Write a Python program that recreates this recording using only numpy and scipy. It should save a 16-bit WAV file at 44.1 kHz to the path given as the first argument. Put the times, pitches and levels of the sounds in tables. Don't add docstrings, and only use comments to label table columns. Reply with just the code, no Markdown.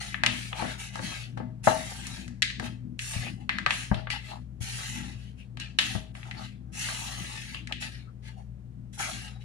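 import sys
import numpy as np
from scipy import signal
from scipy.fft import rfft, irfft, next_fast_len
from scipy.io import wavfile
from scipy.ndimage import uniform_filter1d, minimum_filter1d, map_coordinates

SR = 44100
rng = np.random.default_rng(int(sys.argv[2]) if len(sys.argv) > 2 else 0)


def master(y):
    cut = np.clip(np.atleast_2d(y).T, -1, 1)
    pcm = np.round(cut * 32767)
    wavfile.write(sys.argv[1], SR, pcm.astype(np.int16))


N = 416304

# pitch in Hz, middle level in dB.
HUM_TONES = [(59.9, -48), (119.9, -45.5), (199.6, -55), (240, -71.5)]
# pitch in Hz, width in Hz, level in dB.
COUNTER_RESONANCES = [(78, 30, -20.5), (116, 11, 5), (175, 99, -1.5), (195, 11, 1.5), (243.6, 11, 6.5),
                      (311, 55, -8.5)]
# middle in seconds, half length in seconds, level in dB.
BOWL_SHIFTS = [(0.31, 0.093, -38.5), (0.66, 0.046, -37), (1.05, .06, -38), (1.43, 0.1, -41),
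               (1.8, 0.056, -39), (2.19, 0.16, -42.5), (2.66, 0.073, -39), (2.89, 0.053, -39),
               (3.3, 0.075, -41), (3.6, 0.12, -42), (4.41, 0.033, -47.5), (5.02, 0.074, -39.5),
               (5.58, 0.04, -46), (5.89, 0.094, -42.5), (6.39, .06, -46), (6.82, 0.27, -48.5),
               (7.22, 0.023, -39.5), (7.7, 0.18, -46.5), (9.14, 0.056, -46)]
# frequency in Hz, relative level in dB.
RUMBLE_COLOUR = [(15, -25), (40, 0), (70, -10), (120, 7), (200, -4), (280, -23.5), (500, -60)]
AIR_COLOUR = [(200, -20), (300, -1.5), (480, -7.5), (700, -11), (1000, -19), (2000, -23.5), (4000, -31.5),
              (10000, -35.5), (15000, -51.5)]

# start in seconds, peak before echoes in dB, depth in dB,
# hollow knock in dB, rebound in dB relative to the first landing.
THUD_EVENTS = [(0.623, -17.5, -1, 5, -5.5), (0.993, -27, -28, -7.5, -23), (1.373, -28, -7, 3, 3.5),
               (1.672, -1.5, -13.5, 6.5, -18), (2.599, -25, -14, -7, -4), (3.162, -27.5, 18, -22.5, -0.5),
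               (3.9145, -11, 13, 1.5, -13), (4.608, -29.5, 15.5, -10, -7), (5.951, -20.5, 10.5, -2, -8.5)]
# middle in seconds, half length in seconds, pitch in Hz,
# level in dB before its swell.
SQUEAK_EVENTS = [(3.273, 0.017, 2570, -37.5), (3.415, 0.021, 805, -56.5), (4.319, 0.026, 4080, -51),
                 (5.192, 0.031, 2710, -58), (5.27, .03, 2970, -62), (5.415, 0.02, 2640, -53.5),
                 (6.386, 0.011, 4370, -47), (7.576, 0.022, 2740, -42.5), (8.091, 0.017, 1310, -60.5),
                 (8.396, 0.017, 756, -50)]
# start in seconds, peak before echoes in dB, body in dB, edge in dB,
# frequency of the brightest band in Hz.
TAP_EVENTS = [(0.1434, -14.5, -1, -28, 1850), (0.2358, -4.5, 9, 1.5, 1880), (0.2627, -2, -0.5, 6.5, 2850),
              (0.5293, -18, 14.5, -25.5, 2650), (0.9565, -19.5, 17.5, 11.5, 1670),
              (0.9927, -25, 17.5, -16, 1640), (1.3755, -31.5, -1, 1, 1580), (1.6413, -26.5, 4, 10, 1922),
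              (2.069, -19, 0, 27.5, 1180), (2.2794, -29.5, -4, 13.5, 1790), (2.4213, -7, -27.5, 9, 1890),
              (2.4267, -6, -34, 3.5, 3800), (2.5016, -25.5, -14.5, 3.5, 2140),
              (2.5975, -18.5, 8, 6.5, 1650), (2.992, -18, -28, 5, 2570), (3.493, -8, -0.5, -8, 1980),
              (3.5851, -15.5, 0, -1.5, 1590), (3.6627, -5.5, 8.5, -4.5, 1640), (3.707, -6, 1.5, -1, 2630),
              (3.9443, -22, 4, 2.5, 3200), (4.071, -22, 10.5, -34, 1550), (4.103, -14.5, -1.5, 5, 2570),
              (5.5718, -27, 10, 4.5, 2950), (5.5996, -21.5, -2.5, 15, 2980), (5.7877, 1, -4.5, 4.5, 3250),
              (6.152, -30.5, 12, -10, 2210), (6.2303, -30.5, -11, -18.5, 2580),
              (6.3115, -23.5, -24, -2.5, 2020), (6.8883, -18, 5, 6, 1580), (7.5462, -20.5, 2, -1.5, 2920),
              (7.673, -26, -35, 7, 1880), (7.7237, -14.5, -30, 0.5, 3020)]
# start in seconds, attack in seconds, length in seconds,
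# scrape level in dB, crumb hiss level in dB, scrape's fade over the stroke in dB.
BLADE_STROKES = [(0.0, 0.0033, 0.13, -39, -42.5, 5), (0.272, 0.092, 0.21, -41, -45, 2),
                 (0.538, 0.051, 0.19, -39, -46.5, 1), (0.775, 0.031, 0.081, -40, -45, 0.5),
                 (0.922, .025, 0.068, -46, -54, 0.5), (0.999, .055, 0.23, -38, -44, 5),
                 (1.363, .03, 0.042, -53, -65, 8.5), (1.631, 0.047, 0.08, -33, -35, 2),
                 (1.715, .04, 0.5, -41, -43, 5), (2.603, 0.072, 0.072, -42, -48.5, 4),
                 (2.985, .045, 0.12, -43, -40, 0), (3.088, .05, 0.19, -36.5, -40, 5.5),
                 (3.397, 0.011, 0.043, -60, -68.5, 4), (3.501, .02, 0.072, -48.5, -67.5, 2.5),
                 (3.682, 0.061, 0.17, -39.5, -42.5, 2.5), (3.915, .03, .09, -48.5, -64.5, 3),
                 (4.097, 0.021, 0.052, -32.5, -44, 4), (4.195, 0.11, 0.11, -45.5, -57.5, -1.5),
                 (4.603, 0.026, 0.35, -40.5, -41, 1.5), (4.936, 0.04, 0.19, -44, -49, 5),
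                 (5.16, .04, 0.12, -59, -66, 0), (5.364, 0.038, 0.057, -60.5, -65.5, 3.5),
                 (5.589, 0.033, 0.041, -37, -58, 4), (5.781, .04, 0.17, -38.5, -41.5, 2),
                 (6.139, .02, 0.31, -54.5, -60.5, 3.5), (6.333, 0.17, 0.11, -40, -53.5, 1),
                 (6.718, .13, 0.83, -36, -37, 9), (7.799, 0.026, 0.04, -34, -42.5, 1),
                 (7.893, .03, 0.1, -50.5, -62, 2), (8.219, 0.076, .08, -49, -58.5, 4.5),
                 (8.362, .03, .05, -65, -68, 2.5), (8.925, .012, 0.029, -52.5, -52.5, 0.5),
                 (8.977, 0.031, 0.31, -35.5, -35.5, 11.5), (9.392, 0.032, 0.038, -56, -65.5, 2)]
# middle in seconds, half length in seconds, level in dB.
DOUGH_FOLDS = [(0.03, 0.073, -46), (0.33, 0.013, -45.5), (0.63, 0.05, -38), (0.72, 0.061, -46.5),
               (1.0, 0.054, -47), (1.09, 0.1, -46), (1.425, 0.024, -51.5), (1.705, .03, -39.5),
               (1.93, 0.15, -53.5), (2.13, 0.084, -52.5), (2.665, 0.017, -41), (3.17, 0.038, -48.5),
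               (3.27, 0.024, -48), (3.75, .02, -50), (3.985, .03, -50.5), (4.15, 0.015, -40.5),
               (4.325, 0.035, -45), (4.81, 0.045, -47), (5.03, 0.11, -55), (6.18, 0.017, -51.5),
               (6.28, 0.041, -50.5), (6.415, 0.032, -46.5), (6.905, 0.034, -40), (7.05, 0.15, -45),
               (7.31, 0.041, -47.5), (7.72, 0.014, -47), (7.86, 0.021, -54), (8.3, 0.026, -63),
               (9.015, .015, -33), (9.065, 0.041, -41.5), (9.19, 0.094, -50.5)]

# pitch in Hz, width in Hz, lift in dB for a pressed wall.
BOWL_MODES = [(120.5, 12, 6.5), (410, 5, 6.5), (512, 20, 4.5), (600, 6, 4.5), (635, 4.2, 8), (889, 5.8, 5),
              (1125, 8.1, 6.5), (1173, 16, 7), (1278, 93, 7), (1601, 42, 5.5), (1700, 170, 4),
              (2022, 19, 7.5), (2630, 160, 3), (2930, 25, 4), (3176, 8.3, 3.5), (3916, 19, 1)]
# frequency in Hz, relative level in dB.
SCRAPE_COLOUR = [(800, -37.5), (1400, -10.5), (1900, 1.5), (2300, 0.5), (2800, 1.5), (4400, -2), (5400, -9),
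                 (7000, -40.5)]
BODY_COLOUR = [(200, -22), (330, -2), (480, -8.5), (700, 8), (850, 11.5), (1030, -3), (1350, 1.5),
               (1800, -4), (2600, -39)]
HISS_COLOUR = [(4200, -27.5), (5600, -1.5), (6800, -2), (8000, -6), (10400, -3.5), (11500, -14),
               (13000, -20.5), (15500, -28.5)]
TAP_COLOUR = [(150, -32), (420, -17.5), (650, -2), (1000, 0), (1400, -4), (1800, 3.5), (3000, 1.5),
              (4200, -0.5), (5500, -9.5), (10000, -18.5), (12000, -30.5), (15000, -51)]
THUD_COLOUR = [(20, -19), (50, -1), (130, 0), (200, 0.5), (300, -8.5), (430, -19), (540, -11.5),
               (780, -4.5), (1200, -23), (2000, -23), (3000, -50.5), (8000, -62)]
# frequency in Hz, left minus right in dB.
PORT_DIFFERENCE = [(60, 9), (110, 7), (200, 9.5), (380, 10), (700, 4), (1290, 7), (2380, 5.5), (4400, 1.5),
                   (8120, -0.5), (15000, -39.5)]
# frequency in Hz, time to fall by 60 dB in seconds.
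KITCHEN_DECAY = [(100, 0.24), (600, 0.33), (3000, 0.48), (7000, 0.44), (14000, 0.16)]

TOP_HZ = 15750
LAG_MS = 0.73
MURMUR_REST_DB, MURMUR_WAVER_DB = -56.5, 3
REBOUND_S = 0.028
REBOUND_KNOCK_DB = -6
THUD_LEFT_DB = 2
DRAG_DB = -16.5
RELEASE_DB_PER_S, HISS_RELEASE_DB_PER_S = 215, 209.5
HISS_FADE = 1.83
HISS_BITE = 0.8


def amp(db):
    return 10 ** (np.asarray(db) / 20)


def unit(x):
    return x / np.sqrt(np.mean(x ** 2) + 1e-20)


def along(points, hz):
    f, v = np.transpose(points)
    return np.interp(np.log(hz + 1), np.log(f), v)


def wobble(rate):
    knots = rng.standard_normal(int(N * rate / SR) + 4)
    return map_coordinates(knots, [np.arange(N) * rate / SR])


def filtered(x, response):
    m = next_fast_len(x.shape[-1] + SR // 4)
    hz = np.fft.rfftfreq(m, 1 / SR)
    return irfft(rfft(x, m) * response(hz), m)[..., :x.shape[-1]]


def add(track, s, sound):
    part = track[:, max(round(s * SR), 0):][:, :sound.shape[-1]]
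    part += sound[:, :part.shape[-1]]


def swells(rows):
    t = np.arange(N) / SR
    return sum(amp(db) ** 2 * np.exp(-np.minimum(((t - s) / half) ** 2, 20)) for s, half, db in rows)


def ports(x):
    def gains(hz):
        pair = amp(np.outer([.5, -.5], along(PORT_DIFFERENCE, hz)))
        return pair / np.sqrt(np.mean(pair ** 2, axis=0))
    return filtered(x, gains)


def paths(near_db, near_t60, room_db):
    t = np.arange(SR // 3) / SR
    lag = round(LAG_MS * SR / 1000)

    def norm(v):
        return v / np.linalg.norm(v, axis=1, keepdims=True)
    near = rng.standard_normal((2, len(t))) * amp(-60 * t / near_t60) * (t > LAG_MS / 1000)
    hz, when, z = signal.stft(rng.standard_normal((2, len(t))), SR, nperseg=256)
    decay = amp(-60 * when / along(KITCHEN_DECAY, hz)[:, None])
    tail = signal.istft(z * decay, SR, nperseg=256)[1][:, :len(t)]
    tail = tail * (1 - np.exp(-t / 0.0018))
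    h = amp(near_db) * norm(near) + amp(room_db) * norm(tail)
    h[0, lag] += 1
    h[1, 0] += 1
    return h


def bowl_ring(*colours, freedom=1, size=8192):
    hz = np.fft.rfftfreq(size, 1 / SR)
    modes = 1 + sum((amp(db) - 1) / np.hypot(1, 2 * (hz - f) / width) ** 2 for f, width, db in BOWL_MODES)
    gain = np.abs(modes) ** freedom * amp(sum(along(c, hz) for c in colours))
    cepstrum = irfft(np.log(gain + 1e-6))
    cepstrum[1:size // 2] *= 2
    cepstrum[size // 2 + 1:] = 0
    return irfft(np.exp(rfft(cepstrum)))


def appliance_hum():
    t = np.arange(N) / SR
    hum = np.zeros(N)
    for hz, db in HUM_TONES:
        level = amp(db + 2.0 * wobble(9.3)) * np.sqrt(2)
        hum += level * np.sin(2 * np.pi * (hz * t + rng.random()) + 0.053 * wobble(1.0))
    return hum


def port_noise(response, apart):
    shared = rng.standard_normal(N)
    return unit(filtered(shared + apart * rng.standard_normal((2, N)), response))


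def counter_murmur():
    def counter(hz):
        return sum(amp(db) / (1 + (2.04 * (hz - f) / width) ** 2) for f, width, db in COUNTER_RESONANCES)
    rest = amp(MURMUR_REST_DB + MURMUR_WAVER_DB * wobble(6))
    return np.sqrt(rest ** 2 + swells(BOWL_SHIFTS)) * port_noise(counter, apart=0.09)


def room_air():
    rumble = amp(-50.0) * port_noise(lambda hz: amp(along(RUMBLE_COLOUR, hz)), apart=0.21)
    air = amp(-64.5) * port_noise(lambda hz: amp(along(AIR_COLOUR, hz)), apart=2.6)
    return rumble + air


def background():
    def delay(hz):
        return np.exp(-2j * np.pi * np.outer([LAG_MS / 1000, 0], hz))
    return filtered(appliance_hum() + counter_murmur() + room_air(), delay)


def thuds():
    out = np.zeros((2, N))
    landings = [row[:4] for row in THUD_EVENTS]
    for s, db, depth_db, knock_db, back_db in THUD_EVENTS:
        landings.append((s + REBOUND_S, db + back_db, depth_db, knock_db + REBOUND_KNOCK_DB))
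    low_pass = signal.butter(2, 250, fs=SR, output="sos")
    for s, db, depth_db, knock_db in landings:
        ring = bowl_ring(THUD_COLOUR, [(90, depth_db), (250, 0), (700, knock_db)], freedom=1.28)
        ring *= amp(db) / np.abs(ring).max()
        push = signal.sosfilt(low_pass, ring)
        knock = ring - push
        push_paths = paths(near_db=-10, near_t60=0.082, room_db=-5.5)
        knock_paths = paths(near_db=2, near_t60=0.064, room_db=-4.5)
        add(out, s, signal.fftconvolve(push[None], push_paths, axes=1))
        add(out, s, signal.fftconvolve(knock[None], knock_paths, axes=1))
    return out * amp(THUD_LEFT_DB * np.array([[.5], [-.5]]))


def squeaks(sharpness=11):
    out, t = np.zeros((2, N)), np.arange(SR // 4) / SR
    middle = t.mean()
    for s, half, hz, db in SQUEAK_EVENTS:
        noise = rng.standard_normal((2, len(t)))
        chatter = filtered(noise, lambda f: 1 / (1 + (sharpness * (f / hz - 1)) ** 2))
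        swell = np.exp(-.5 * ((t - middle) / half) ** 2)
        add(out, s - middle, amp(db) * unit(chatter) * swell)
    return out


def taps(focus_db=9, focus_octaves=0.74):
    out = np.zeros((2, N))
    for s, db, body_db, edge_db, hz in TAP_EVENTS:
        focus = [(hz / 2 ** focus_octaves, 0), (hz, focus_db), (hz * 2 ** focus_octaves, 0)]
        balance = [(800, body_db), (1700, 0.001), (3500, 0.0086), (6000, edge_db)]
        ring = bowl_ring(TAP_COLOUR, focus, balance)
        ring /= np.abs(ring).max()
        echoes = paths(near_db=-1, near_t60=.035, room_db=-4.5)
        add(out, s, amp(db) * signal.fftconvolve(ring[None], echoes, axes=1))
    return out


def friction(colour, rate, spread_db, room_db, patchy_db, size=4096):
    happens = rng.random(N) < rate / SR
    strength = rng.standard_normal(N) * amp(spread_db * np.clip(rng.standard_normal(N), -2, 2))
    rub = signal.fftconvolve(happens * strength, bowl_ring(colour))[:N]
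    z = signal.stft(rub, nperseg=1024)[2]
    field = uniform_filter1d(rng.standard_normal(z.shape), size=9, axis=0)
    field = uniform_filter1d(field, size=7, axis=1)
    rub = signal.istft(z * amp(patchy_db * unit(field)), nperseg=1024)[1][:N]
    rub = np.pad(rub, size)
    out = np.zeros((2, N + size))
    for start in range(0, N + size, size):
        piece = rub[start:start + 2 * size]
        piece = piece * np.hanning(2 * size)[:len(piece)] ** .5
        echoes = paths(near_db=9.0, near_t60=0.048, room_db=room_db)
        add(out, start / SR, signal.fftconvolve(piece[None], echoes, axes=1))
    return unit(out[:, size:])


def stroke(start, attack, length, fade_db, release_db_per_s):
    t = np.arange(N) / SR - start
    bite = np.clip(t / max(attack, 1 / SR), 0, 1)
    eased = np.clip((t - attack) / max(length - attack, 1 / SR), 0, 1)
    return bite * amp(-fade_db * eased - release_db_per_s * np.clip(t - length, 0, 1))


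def stirring():
    scrape_power, hiss_power = np.zeros(N), np.zeros(N)
    for s, attack, length, scrape_db, hiss_db, fade in BLADE_STROKES:
        scrape_gain = stroke(s, attack, length, fade, RELEASE_DB_PER_S)
        hiss_gain = stroke(s, HISS_BITE * attack, length, HISS_FADE * fade, HISS_RELEASE_DB_PER_S)
        scrape_power += (amp(scrape_db) * scrape_gain) ** 2
        hiss_power += (amp(hiss_db) * hiss_gain) ** 2
    body_power = amp(DRAG_DB) ** 2 * scrape_power + swells(DOUGH_FOLDS)
    grip_db = 0.63 * wobble(35) + .5 * wobble(130)
    scrape = friction(SCRAPE_COLOUR, rate=2500, spread_db=1.0, room_db=4.0, patchy_db=2.5)
    body = friction(BODY_COLOUR, rate=730, spread_db=3, room_db=0, patchy_db=3.0)
    crumbs = friction(HISS_COLOUR, rate=7000, spread_db=5.0, room_db=6.5, patchy_db=2.0)
    scrape *= np.sqrt(scrape_power) * amp(grip_db)
    body *= np.sqrt(body_power) * amp(grip_db)
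    crumbs *= np.sqrt(hiss_power) * amp(0.43 * grip_db)
    return scrape + body + crumbs


def scene():
    return ports(background() + thuds() + squeaks() + taps() + stirring())


def record(dry, ceiling=0.84):
    needed = np.minimum(1, ceiling / (np.abs(dry).max(axis=0) + 1e-9))
    gain = uniform_filter1d(minimum_filter1d(needed, size=129), size=129)
    return filtered(dry * gain, lambda hz: hz < TOP_HZ)


dry = scene()
out = record(dry)
master(out)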